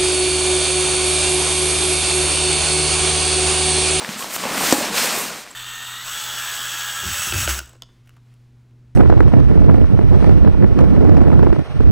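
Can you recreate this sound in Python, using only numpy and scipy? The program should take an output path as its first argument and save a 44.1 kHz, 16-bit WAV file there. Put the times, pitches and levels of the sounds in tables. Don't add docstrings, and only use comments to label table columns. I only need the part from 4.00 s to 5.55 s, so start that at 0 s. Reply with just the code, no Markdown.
import sys
import numpy as np
from scipy import signal
from scipy.io import wavfile

SR = 44100
rng = np.random.default_rng(int(sys.argv[2]) if len(sys.argv) > 2 else 0)


def transcribe(signal):
    frames = np.atleast_2d(signal).T
    limited = np.clip(frames, -1, 1)
    pcm = np.round(limited * 32767).astype(np.int16)
    wavfile.write(sys.argv[1], SR, pcm)


N = 68355


def amp(db):
    return 10 ** (np.asarray(db) / 20)


def rms_one(x):
    return x / np.sqrt(np.mean(x ** 2) + 1e-20)


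def in_time(rows):
    time_s, *columns = np.transpose(rows)
    return [np.interp(np.arange(N) / SR, time_s, column) for column in columns]


def soft(x, cutoff_hz):
    pole = np.exp(-2 * np.pi * cutoff_hz / SR)
    return signal.lfilter([1 - pole], [1, -pole], x)


def thin(x, cutoff_hz):
    return signal.sosfilt(signal.butter(2, cutoff_hz, "high", fs=SR, output="sos"), x)


def drift(rate_hz):
    step = 40
    settling = 2000
    pole = np.exp(-2 * np.pi * step * rate_hz / SR)
    noise = rng.standard_normal(N // step + settling + 2)
    slow = signal.lfilter([1], [1, -2 * pole, pole * pole], noise)[settling:]
    return np.interp(np.arange(N) / step, np.arange(len(slow)), rms_one(slow))


def click(time_s, level_db):
    out = np.zeros(N)
    out[(np.atleast_1d(time_s) * SR).astype(int)] = amp(level_db)
    return out


def ring(excitation, pitch_hz, t60_s):
    pole = amp(-60 / (t60_s * SR))
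    angle = 2 * np.pi * pitch_hz / SR
    feedback = [1, -2 * pole * np.cos(angle), pole * pole]
    return signal.lfilter([0, np.sin(angle)], feedback, excitation + 1e-18)


def grains(rate_per_s, spread_db, share):
    sizes = amp(spread_db * np.minimum(rng.exponential(1, N), 5)) * rng.choice([-1, 1], N)
    happens = rng.random(N) < rate_per_s / SR
    clicks = rms_one(sizes * happens) * [[1], [-1]]
    share = np.clip(share, 0, 1)
    return np.sqrt(share) * clicks + np.sqrt(1 - share) * rng.standard_normal((2, N))


def banded(source, spectrum, patchy_db, rate_hz, top_db=0):
    sheen_from_hz, sheen_full_hz = 4900, 11700
    hz, density_db = np.transpose(spectrum)
    edges = hz[0] * 2 ** np.arange(0, np.log2(hz[-1] / hz[0]), 1 / 4)
    out = 0
    together = drift(rate_hz)
    for k, (low, high) in enumerate(zip(edges, edges[1:])):
        band_pass = signal.butter(2, [low, min(high, .45 * SR)], "band", fs=SR, output="sos")
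        band = signal.sosfilt(band_pass, source[k % 2])
        log_mid = np.log(low * high) / 2
        top_share = np.interp(log_mid, np.log([sheen_from_hz, sheen_full_hz]), [0, 1])
        level_db = np.interp(log_mid, np.log(hz), density_db) + top_share * top_db
        flicker_db = patchy_db * (0.51 * together + drift(rate_hz))
        out = out + band * amp(level_db + flicker_db)
    return rms_one(out)


def slide():
    # [time_s, level_db, sheen_db]
    slide_curve = [(0, -31.5, -13), (.12, -31.5, -5.5), (.165, -32.5, -9.5), (.19, -32, 1),
                   (.228, -29.5, -1), (.28, -33.5, -6.5), (.32, -31, 0), (.358, -26, 3.5),
                   (.375, -30.5, -4.5), (.436, -27.5, -6.5), (.48, -28.5, -6), (.638, -20.5, -1),
                   (.724, -18.5, -4), (.742, -25, 0.5), (.846, -24, -6), (.914, -29.5, -6),
                   (.975, -17, -3.5), (1.06, -20.5, -1.5), (1.1, -21.5, -7), (1.204, -26, 2.5),
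                   (1.328, -32, -7), (1.41, -36, -3.5), (1.45, -40, -8.5), (1.55, -45, -8)]
    # [frequency_hz, density_db]
    swish_spectrum = [(800, -25), (1200, -1), (2100, -2.5), (4000, -4), (6500, -4.5), (8400, -2),
                      (10600, -10.5), (13000, -8), (16000, -4)]
    level_db, sheen_db = in_time(slide_curve)
    slips = grains(rate_per_s=5000, spread_db=0.5, share=0.56)
    return amp(level_db) * banded(slips, swish_spectrum, patchy_db=0.62, rate_hz=19, top_db=sheen_db)


def crumple():
    # [time_s, level_db]
    crumple_curve = [(0, -35), (.17, -38), (.23, -37.5), (.3, -37.5), (.4, -36), (.445, -26.5),
                     (.52, -28.5), (.7, -26.5), (.76, -28.5), (.86, -26.5), (.92, -33.5), (.97, -26.5),
                     (1.1, -29), (1.17, -28), (1.3, -35), (1.42, -44), (1.55, -52)]
    # [frequency_hz, density_db]
    fold_spectrum = [(210, -21), (350, -7.5), (450, 2), (1060, 3), (1410, -9.5), (1610, -5.5), (2600, -6),
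                     (3380, -76)]
    folds = grains(rate_per_s=1100, spread_db=3.0, share=.55)
    return amp(in_time(crumple_curve)[0]) * banded(folds, fold_spectrum, patchy_db=0.43, rate_hz=24)


def bag_rumble():
    # [time_s, level_db]
    shift_curve = [(0.0, -43.5), (0.21, -44.5), (0.478, -38), (0.638, -29.5), (0.72, -30), (0.76, -33),
                   (1.026, -36), (1.2, -38), (1.3, -41.5), (1.42, -51.5), (1.55, -54)]
    # [frequency_hz, density_db]
    bag_spectrum = [(15, -51), (25, -13), (48, -11), (108, -16), (156, 0.5), (211, 5), (343, 1.5),
                    (500, -6.5), (650, -45)]
    rumble = banded(rng.standard_normal((2, N)), bag_spectrum, patchy_db=2.1, rate_hz=12.0)
    return amp(in_time(shift_curve)[0]) * rumble


def thump():
    # [frequency_hz, level_db, t60_s]
    jerk_modes = [(410, -15, .03), (530, -6, .05), (700, -6.5, .03), (950, -8, .01), (2600, -9, .01)]
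    # [frequency_hz, level_db, t60_s]
    rebound_modes = [(270, -5, .065), (312, -12, .12)]
    jerk_s, rebound_lag_s = .7253, .0005
    push_db, push_soft_hz = -1.5, 1320
    crack_db, crack_t60_s, crack_rise_hz = -6, 0.016, 500
    jerk = soft(click(jerk_s, push_db), push_soft_hz)
    rebound = soft(click(jerk_s + rebound_lag_s, push_db), push_soft_hz)
    body = 0
    for push, modes in [(-jerk, jerk_modes), (rebound, rebound_modes)]:
        for hz, db, t60_s in modes:
            body = body + amp(db) * ring(push, hz, t60_s)
    crack_start = click(jerk_s - rebound_lag_s, crack_db)
    fade = signal.lfilter([1], [1, -amp(-60 / (crack_t60_s * SR))], crack_start)
    white = rng.standard_normal(N)
    bright = rms_one(ring(white, pitch_hz=8500, t60_s=.0012))
    return body + soft(fade, crack_rise_hz) * (1.4 * soft(white, 6000) + 0.75 * bright)


def snaps():
    # [cue_s, peak_db, pitch_hz, tick_db]
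    crease_flips = [(.0195, -17, 950, -30), (0.046, -12, 1900, -17), (0.0896, -19, 2620, -14),
                    (0.142, -24, 3200, -21), (.224, -22, 2900, -18), (0.2424, -15, 960, -20),
                    (.362, -14, 1300, -8), (.402, -16, 1770, -22), (0.4368, -11, 950, -11),
                    (.4525, -16, 2500, -12), (0.578, -14, 2120, -10), (0.64, -15, 1100, -10),
                    (.979, -9, 2480, -11), (1.464, -28, 1650, -31), (1.474, -26, 2250, -29)]
    lag_s, ring_cycles = 0.00145, 9.0
    cue_s, _, _, tick_db = np.transpose(crease_flips)
    out = -ring(click(cue_s + lag_s, tick_db), pitch_hz=2900, t60_s=0.0016)
    for start_s, peak_db, pitch_hz, _ in crease_flips:
        out -= ring(click(start_s + lag_s, peak_db), pitch_hz, ring_cycles / pitch_hz)
    return out


def thuds():
    # [start_s, push_db, pitch_hz]
    bag_pushes = [(0.089, -17.5, 210), (0.159, -24.5, 215), (.455, -19.5, 244), (0.509, -18.5, 197),
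                  (.782, -11, 295), (.812, -10.5, 602), (.824, -21, 240), (1.017, -21, 245),
                  (1.045, -15, 530), (1.075, -24, 200), (1.146, -16, 726), (1.175, -14, 420),
                  (1.282, -29, 222)]
    t60_s, soft_hz, roughness = .05, 500, 0.37
    rough = 1 + roughness * rms_one(soft(rng.standard_normal(N), 600))
    out = 0
    for start_s, push_db, pitch_hz in bag_pushes:
        push = soft(soft(click(start_s, push_db), soft_hz), soft_hz)
        out = out + ring(rough * push, pitch_hz, t60_s)
    return out


def creaks():
    # [start_s, length_s, first_pitch_hz, last_pitch_hz, level_db]
    creak_glides = [(0.049, .028, 1747, 1830, -37), (.196, 0.045, 1000, 1186, -32),
                    (0.741, 0.0254, 780, 894, -23.5), (0.837, 0.026, 855, 1010, -32.5),
                    (1.288, 0.04, 1500, 1426, -35.5)]
    t = np.arange(N) / SR
    waver = 1 + 0.021 * drift(88)
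    flutter_db = 1 * drift(70)
    out = 0
    for start_s, length_s, from_hz, to_hz, level_db in creak_glides:
        part = np.clip((t - start_s) / length_s, 0, 1)
        pitch_hz = (from_hz + (to_hz - from_hz) * part) * waver
        turns = np.cumsum(pitch_hz) / SR
        swell = np.sqrt(np.abs(np.sin(np.pi * part)))
        out = out + amp(level_db) * np.sin(2 * np.pi * turns) * swell
    return out * amp(flutter_db)


def tinks():
    # [start_s, strike_db]
    knocks = [(1.5069, -31), (1.512, -26.5)]
    # [frequency_hz, level_db, t60_s]
    part_modes = [(7520, -7.5, 0.026), (7900, -8.5, .025), (12900, -15, 0.013), (1060, -10, 0.027)]
    start_s, strike_db = np.transpose(knocks)
    return sum(ring(click(start_s, strike_db + db), hz, t60_s) for hz, db, t60_s in part_modes)


def room(x):
    t60_s, tail_db = .4, -15
    t = np.arange(int(t60_s * SR)) / SR
    delayed = t > .006
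    tail = rng.standard_normal(len(t)) * amp(-60 * t / t60_s) * delayed
    unit_tail = tail / np.sqrt(np.sum(tail ** 2))
    return signal.fftconvolve(x, amp(tail_db) * unit_tail)[:N]


def still_room():
    # [frequency_hz, density_db]
    hush_spectrum = [(25, -4), (60, -5), (120, -6), (300, -12)]
    level_db = -63
    return amp(level_db) * banded(rng.standard_normal((2, N)), hush_spectrum, patchy_db=-5.0, rate_hz=6)


def scene():
    mic_cut_hz, thump_cut_hz = 153, 88
    cloth = slide() + crumple() + bag_rumble()
    small = thin(snaps() + thuds() + creaks() + tinks(), mic_cut_hz)
    jerk = thin(thump(), thump_cut_hz)
    echo = thin(room(small + jerk), mic_cut_hz)
    return np.tile(cloth + small + jerk + echo + still_room(), (2, 1))


def record(dry):
    ceiling, cutoff_hz = .96, 15720
    low_pass = signal.ellip(14, .3, 75, cutoff_hz, fs=SR, output="sos")
    return signal.sosfilt(low_pass, np.clip(dry, -ceiling, ceiling))


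dry = scene()
out = record(dry)
transcribe(out)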